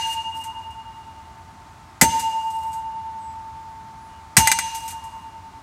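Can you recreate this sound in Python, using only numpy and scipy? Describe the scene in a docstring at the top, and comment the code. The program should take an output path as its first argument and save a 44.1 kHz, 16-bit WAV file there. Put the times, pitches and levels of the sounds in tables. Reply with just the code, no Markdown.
"""A lawn at the edge of a wood: a few metres away, a sledgehammer drives in a steel fence post.
Each blow clangs and thumps the ground; the post sings on in two beating pairs of modes while the
head bounces, grazes and scrapes on its top. The trees scatter the clang back, over faint birds,
far traffic and leaves. The loudest blows overload the microphone."""
import sys
import numpy as np
from scipy import signal
from scipy.fft import rfft, irfft
from scipy.io import wavfile

SR = 44100
rng = np.random.default_rng(int(sys.argv[2]) if len(sys.argv) > 2 else 0)


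def inscribe(sig):
    """Save sig as 16-bit PCM at rate SR to the path in sys.argv[1].

    A 1-D sig is mono; a 2-D sig holds one channel per row.
    Samples are clipped to [-1, 1] before scaling.
    """
    pcm = np.round(np.clip(np.atleast_2d(sig).T, -1, 1) * 32767)
    wavfile.write(sys.argv[1], SR, pcm.astype(np.int16))


N = 247842
LEAD_S = 0.5  # pre-roll, so the post is already ringing at time zero
TIME = np.arange(-round(LEAD_S * SR), N) / SR
AGE = np.arange(SR) / SR  # the second that follows an event

# full swings of the hammer: start_s, level_db, burst_t60_s, thump_pitch_hz
BLOWS = [(-.373, -5, .09, 160), (2.0124, -4, 0.11, 175.5), (4.3676, -2, .13, 143.4)]


def from_db(db):
    """Decibels to gain."""
    return 10 ** (np.asarray(db) / 20)


def fade(age, t60):
    """Exponential decay, 60 dB down after t60 seconds."""
    return from_db(-60 * age / t60)


def wander(position):
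    """A random curve that takes a new value at each whole step of position."""
    return np.interp(position, np.arange(512), rng.standard_normal(512))


def noise(spectrum, size, tilt_db=0, lumps_db=0, lump_hz=110):
    """Noise of rms 1 in the shape of a spectrum, tilted by tilt_db per octave, with chance lumps."""
    bins = np.maximum(np.fft.rfftfreq(size, 1 / SR), 1)
    hz, db = np.transpose(spectrum)
    level_db = np.interp(np.log2(bins), np.log2(hz), db, left=-np.inf) + tilt_db * np.log2(bins)
    level_db += lumps_db * wander(bins / lump_hz)
    x = irfft(rfft(rng.standard_normal(size)) * from_db(level_db), size)
    return x / np.std(x)


def add(track, start_s, sound):
    """Mix a sound into the track from start_s on."""
    start = np.searchsorted(TIME, start_s)
    track[start:start + len(sound)] += sound[:len(track) - start]


def traffic_and_leaves(level_db=-45.5):
    """A steady bed of far traffic and leaves."""
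    # low rumble thinning into hiss: frequency_hz, relative_db
    spectrum = [(25, -95.1), (50, -72.6), (88, -66.3), (125, -75.6), (200, -78.1), (330, -82.3),
                (500, -89.3), (750, -79.5), (1100, -79.9), (1700, -88.1), (3000, -95.0), (7500, -100.1),
                (10000, -105.7), (15500, -115.9)]
    return from_db(level_db) * noise(spectrum, len(TIME))


def birds(fall_octaves_per_s=0.44, waver=0.024, wavers_per_s=900):
    """Small birds in the wood: thin, buzzy whistles that swell and fade, each falling a little."""
    # faint calls: start_s, length_s, pitch_hz, level_db
    calls = [(3.168, 0.2, 8170, -53.5), (3.97, 0.18, 10200, -64), (4.08, .14, 2950, -56.5)]
    out = np.zeros(len(TIME))
    for start, length, hz, db in calls:
        pitch = hz * 2 ** (-fall_octaves_per_s * AGE) * (1 + waver * wander(AGE * wavers_per_s))
        swell = np.sin(np.pi * np.minimum(AGE / length, 1))
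        add(out, start, from_db(db) * swell * np.sin(2 * np.pi * np.cumsum(pitch) / SR))
    return out


def far_echo(x, echo_db=-36, delay_s=0.717, spread_s=0.16):
    """A faint, dull smear of each blow comes back from far across the land."""
    # tone of the distant return: frequency_hz, relative_db
    spectrum = [(600, -65), (950, 8.5), (1060, 7), (1250, -19), (2100, -18.5), (3500, -23)]
    response = noise(spectrum, len(AGE)) * np.exp(-((AGE - delay_s) / spread_s) ** 2)
    return from_db(echo_db) * signal.fftconvolve(x, response / np.linalg.norm(response))[:len(x)]


def tree_echo(x, echo_db=-19, edge_s=0.06, spread_s=0.028, t60=1.0):
    """Countless trunks scatter the sound: a wash that swells as the wood's edge answers, then dies."""
    # tone of what the trees send back: frequency_hz, relative_db
    spectrum = [(100, -11.5), (500, -2.5), (1200, -7), (3500, 4), (6500, -2.5), (9000, -5), (15000, -11.5)]
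    swell = 1 + np.tanh((AGE - edge_s) / spread_s)
    response = noise(spectrum, len(AGE)) * fade(AGE, t60) * swell
    return from_db(echo_db) * signal.fftconvolve(x, response / np.linalg.norm(response))[:len(x)]


def scrapes(grit_db=3, slips_per_s=130):
    """Steel sticks and slips on steel: a thin, gritty hiss under each slide."""
    # the head slides on the post's top: start_s, length_s, level_db
    slides = [(0.063, 0.085, -39), (0.345, 0.087, -46), (2.36, 0.48, -54), (4.735, 0.16, -45)]
    # friction hiss: frequency_hz, relative_db
    spectrum = [(1000, -27), (2200, -8), (3200, -13.5), (6000, -8), (7500, -8), (8150, 1.5), (9000, -7.5),
                (13500, -11), (15500, -24)]
    out = np.zeros(len(TIME))
    for start, length, db in slides:
        stroke = np.sqrt(np.abs(np.sin(np.pi * np.minimum(AGE / length, 1))))
        grit = from_db(grit_db * wander(AGE * slips_per_s))
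        add(out, start, from_db(db) * stroke * grit * noise(spectrum, len(AGE), lumps_db=2.0))
    return out


def soil_thumps(soil_db=-6, delay_s=0.009, rise_s=0.0014, punch_db=6, rumble_db=-14, neutral_hz=155):
    """The soil gives way just after a full blow: a dull punch, a crunch and a deeper rumble."""
    # yielding soil: frequency_hz, relative_db
    spectrum = [(28, -36.5), (60, 4), (90, 4.5), (160, -3.5), (260, -1), (400, -12), (600, -11),
                (1500, -45)]
    out = np.zeros(len(TIME))
    attack = 1 - np.exp(-AGE / rise_s)
    for start, db, _, hz in BLOWS:
        tilt_db = 15.5 * np.log2(hz / neutral_hz)  # a lower thump has a darker crunch and rumble
        punch = from_db(punch_db) * fade(AGE, t60=0.045) * np.sin(2 * np.pi * hz * AGE)
        crunch = fade(AGE, t60=0.099) * noise(spectrum, len(AGE), tilt_db)
        rumble = from_db(rumble_db) * fade(AGE, t60=0.36) * noise(spectrum, len(AGE), tilt_db - 3)
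        add(out, start + delay_s, from_db(db + soil_db) * attack * (punch + crunch + rumble))
    return out


def contacts():
    """Head meets post: start_s, level_db, rise_s, tilt_db_per_octave, burst_t60_s, favoured_hz."""
    # the head falls back on the post, short and sharp: start_s, level_db, favoured_hz
    bounces = [(-.17, 0, 6670), (4.4726, -9.5, 2020), (4.5156, -8.5, 4886), (4.588, -16.5, 8530)]
    # the head brushes the post, soft and thin: start_s, level_db
    grazes = [(.125, -36), (0.436, -37.5), (.704, -55), (2.193, -27.5), (2.501, -44), (2.728, -41.5),
              (4.746, -30), (4.877, -31), (4.902, -35), (5.037, -46)]
    hits = [(start, db, 0.0006, -1.3, t60, 2020) for start, db, t60, _ in BLOWS]
    hits += [(start, db, 0.00031, -2, 0.054, hz) for start, db, hz in bounces]
    hits += [(start, db, 0.0025, 1, 0.16, 8350) for start, db in grazes]
    return hits


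def crashes(burst_db=1, tail_db=-35, tail_t60=0.75):
    """Dense modes make a harsh burst, coloured differently wherever the head lands, and a faint tail."""
    # the crowd of modes too dense to tell apart: frequency_hz, relative_db
    spectrum = [(100, -21), (550, -17), (800, 1.5), (1200, -4), (1700, 1.5), (2400, -0.5), (3200, -3),
                (5000, -0.5), (8200, 7), (9000, 1), (12500, -1), (15500, -20.5)]
    out = np.zeros(len(TIME))
    for start, db, rise_s, tilt_db, t60, _ in contacts():
        burst = from_db(burst_db) * fade(AGE, t60) * noise(spectrum, len(AGE), tilt_db, lumps_db=2.0)
        tail = from_db(tail_db) * fade(AGE, tail_t60) * noise(spectrum, len(AGE), tilt_db)
        attack = 1 - np.exp(-AGE / rise_s)
        add(out, start, from_db(db) * attack * (burst + tail))
    return out


def clangs(modes_db=-2.0, favour_db=7, favour_width_hz=90, detune=0.003):
    """Every contact rings the steel's short modes; where the head lands decides which is favoured."""
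    # modes of the post's top and the hammer head: pitch_hz, level_db, t60_s
    modes = [(1510, -11, 0.025), (1714, -28.5, 0.018), (2018, -10.5, 0.078), (2355, -13, 0.1),
             (3560, -19.5, 0.1), (4890, -9.5, 0.05), (6150, -23, 0.75), (6340, -23, 0.44),
             (6600, -22.5, 0.08), (6450, -13.5, 0.17), (8100, -5.5, .12), (7730, -30.5, 0.089),
             (9500, -14.5, 0.048), (8450, -15.5, 0.18), (8630, -18, 0.3), (8100, -13.5, .11),
             (10200, -17, 0.11), (12500, -31, 0.073)]
    hz, mode_db, t60 = np.transpose(modes)[:, :, None]
    out = np.zeros(len(TIME))
    for start, db, rise_s, tilt_db, _, favoured_hz in contacts():
        boost_db = favour_db * np.exp(-((hz - favoured_hz) / favour_width_hz) ** 2)
        colour_db = tilt_db * np.log2(hz / np.median(hz)) + rng.normal(0, 2.2, hz.shape)
        strength = from_db(modes_db + mode_db + boost_db + colour_db)
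        loaded_hz = hz * (1 + detune * rng.standard_normal(hz.shape))  # pulled by the head's weight
        partials = np.sin(2 * np.pi * (loaded_hz * AGE + rng.random(hz.shape)))
        ring = np.sum(strength * fade(AGE, t60) * partials, axis=0)
        attack = 1 - np.exp(-AGE / rise_s)
        add(out, start, from_db(db) * attack * ring)
    return out


def singing_post(handover_s=0.0057):
    """The post's long bending modes beat in pairs; each new swing takes over from the last."""
    # low and high pair, each split by the post's uneven section: pitch_hz, split_hz
    pairs = [(893.2, 9.9), (2831.8, 13.2)]
    # ring time of each pair: lower_mode_t60_s, upper_mode_t60_s
    decays = [(5.6, 3.14), (1.83, 2.16)]
    # a blow sets the post swinging, the head's return changes it; lean is upper mode against lower:
    # start_s, low_pair_db, low_lean_db, high_pair_db, high_lean_db
    swings = [(-.373, -24.5, 7.5, -14, -3.5), (2.0105, -21, 3.5, -35, 1), (2.22, -20, -6, -34.5, -7),
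              (4.3695, -15.5, -11, -26, -20.5), (4.506, -31, 6, -31.5, -18.5)]
    out = np.zeros(len(TIME))
    ends = [row[0] for row in swings[1:]] + [np.inf]
    for (start, *levels), end in zip(swings, ends):
        t = TIME[TIME >= start]
        age = t - start
        attack = 1 - np.exp(-age / handover_s)
        release = np.exp(-np.clip((t - end) / handover_s, 0, 20))
        for (hz, split_hz), t60, (db, lean_db) in zip(pairs, decays, np.reshape(levels, (2, 2))):
            lower = from_db(db) * fade(age, t60[0]) * np.sin(2 * np.pi * hz * t)
            upper_phase = 2 * np.pi * (hz * t + split_hz * age)
            upper = from_db(db + lean_db) * fade(age, t60[1]) * np.sin(upper_phase)
            add(out, start, attack * release * (lower - upper))  # opposed at first, so the pair swells
    return out


def scene(clang_send_db=-20):
    """Hammer, post and soil over the outdoor bed; the bursts carry best to the trees."""
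    bursts = crashes() + soil_thumps()
    clang = clangs()
    echoes = tree_echo(bursts + from_db(clang_send_db) * clang) + far_echo(bursts)
    mix = bursts + clang + singing_post() + scrapes() + echoes + birds() + traffic_and_leaves()
    return mix[None, -N:]


def limiter(x, threshold_db=3, release_db_per_s=120, attack_s=0.0081):
    """The gain ducks under a loud peak, a little late, and recovers at a steady rate."""
    over_db = np.maximum(20 * np.log10(np.abs(x) + 1e-9) - threshold_db, 0)
    ramp_db = release_db_per_s * np.arange(N) / SR
    held_db = np.maximum.accumulate(over_db + ramp_db, axis=-1) - ramp_db
    pole = np.exp(-1 / (attack_s * SR))
    duck_db = signal.lfilter([1 - pole], [1, -pole], held_db)
    return x * from_db(-duck_db)


def record(dry, hollow_hz=510, hollow_share=0.41, low_cut_hz=40, high_cut_hz=16000):
    """Peaks past the limiter clip softly; the microphone has hollow low mids, no deep bass, no top."""
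    clipped = np.tanh(limiter(dry))
    notched = signal.lfilter(*signal.iirnotch(hollow_hz, Q=3.5, fs=SR), clipped)
    hollowed = clipped + hollow_share * (notched - clipped)
    thinned = signal.sosfilt(signal.butter(3, low_cut_hz, "high", fs=SR, output="sos"), hollowed)
    return signal.sosfilt(signal.ellip(10, 0.2, 80, high_cut_hz, fs=SR, output="sos"), thinned)


dry = scene()
out = record(dry)
inscribe(out)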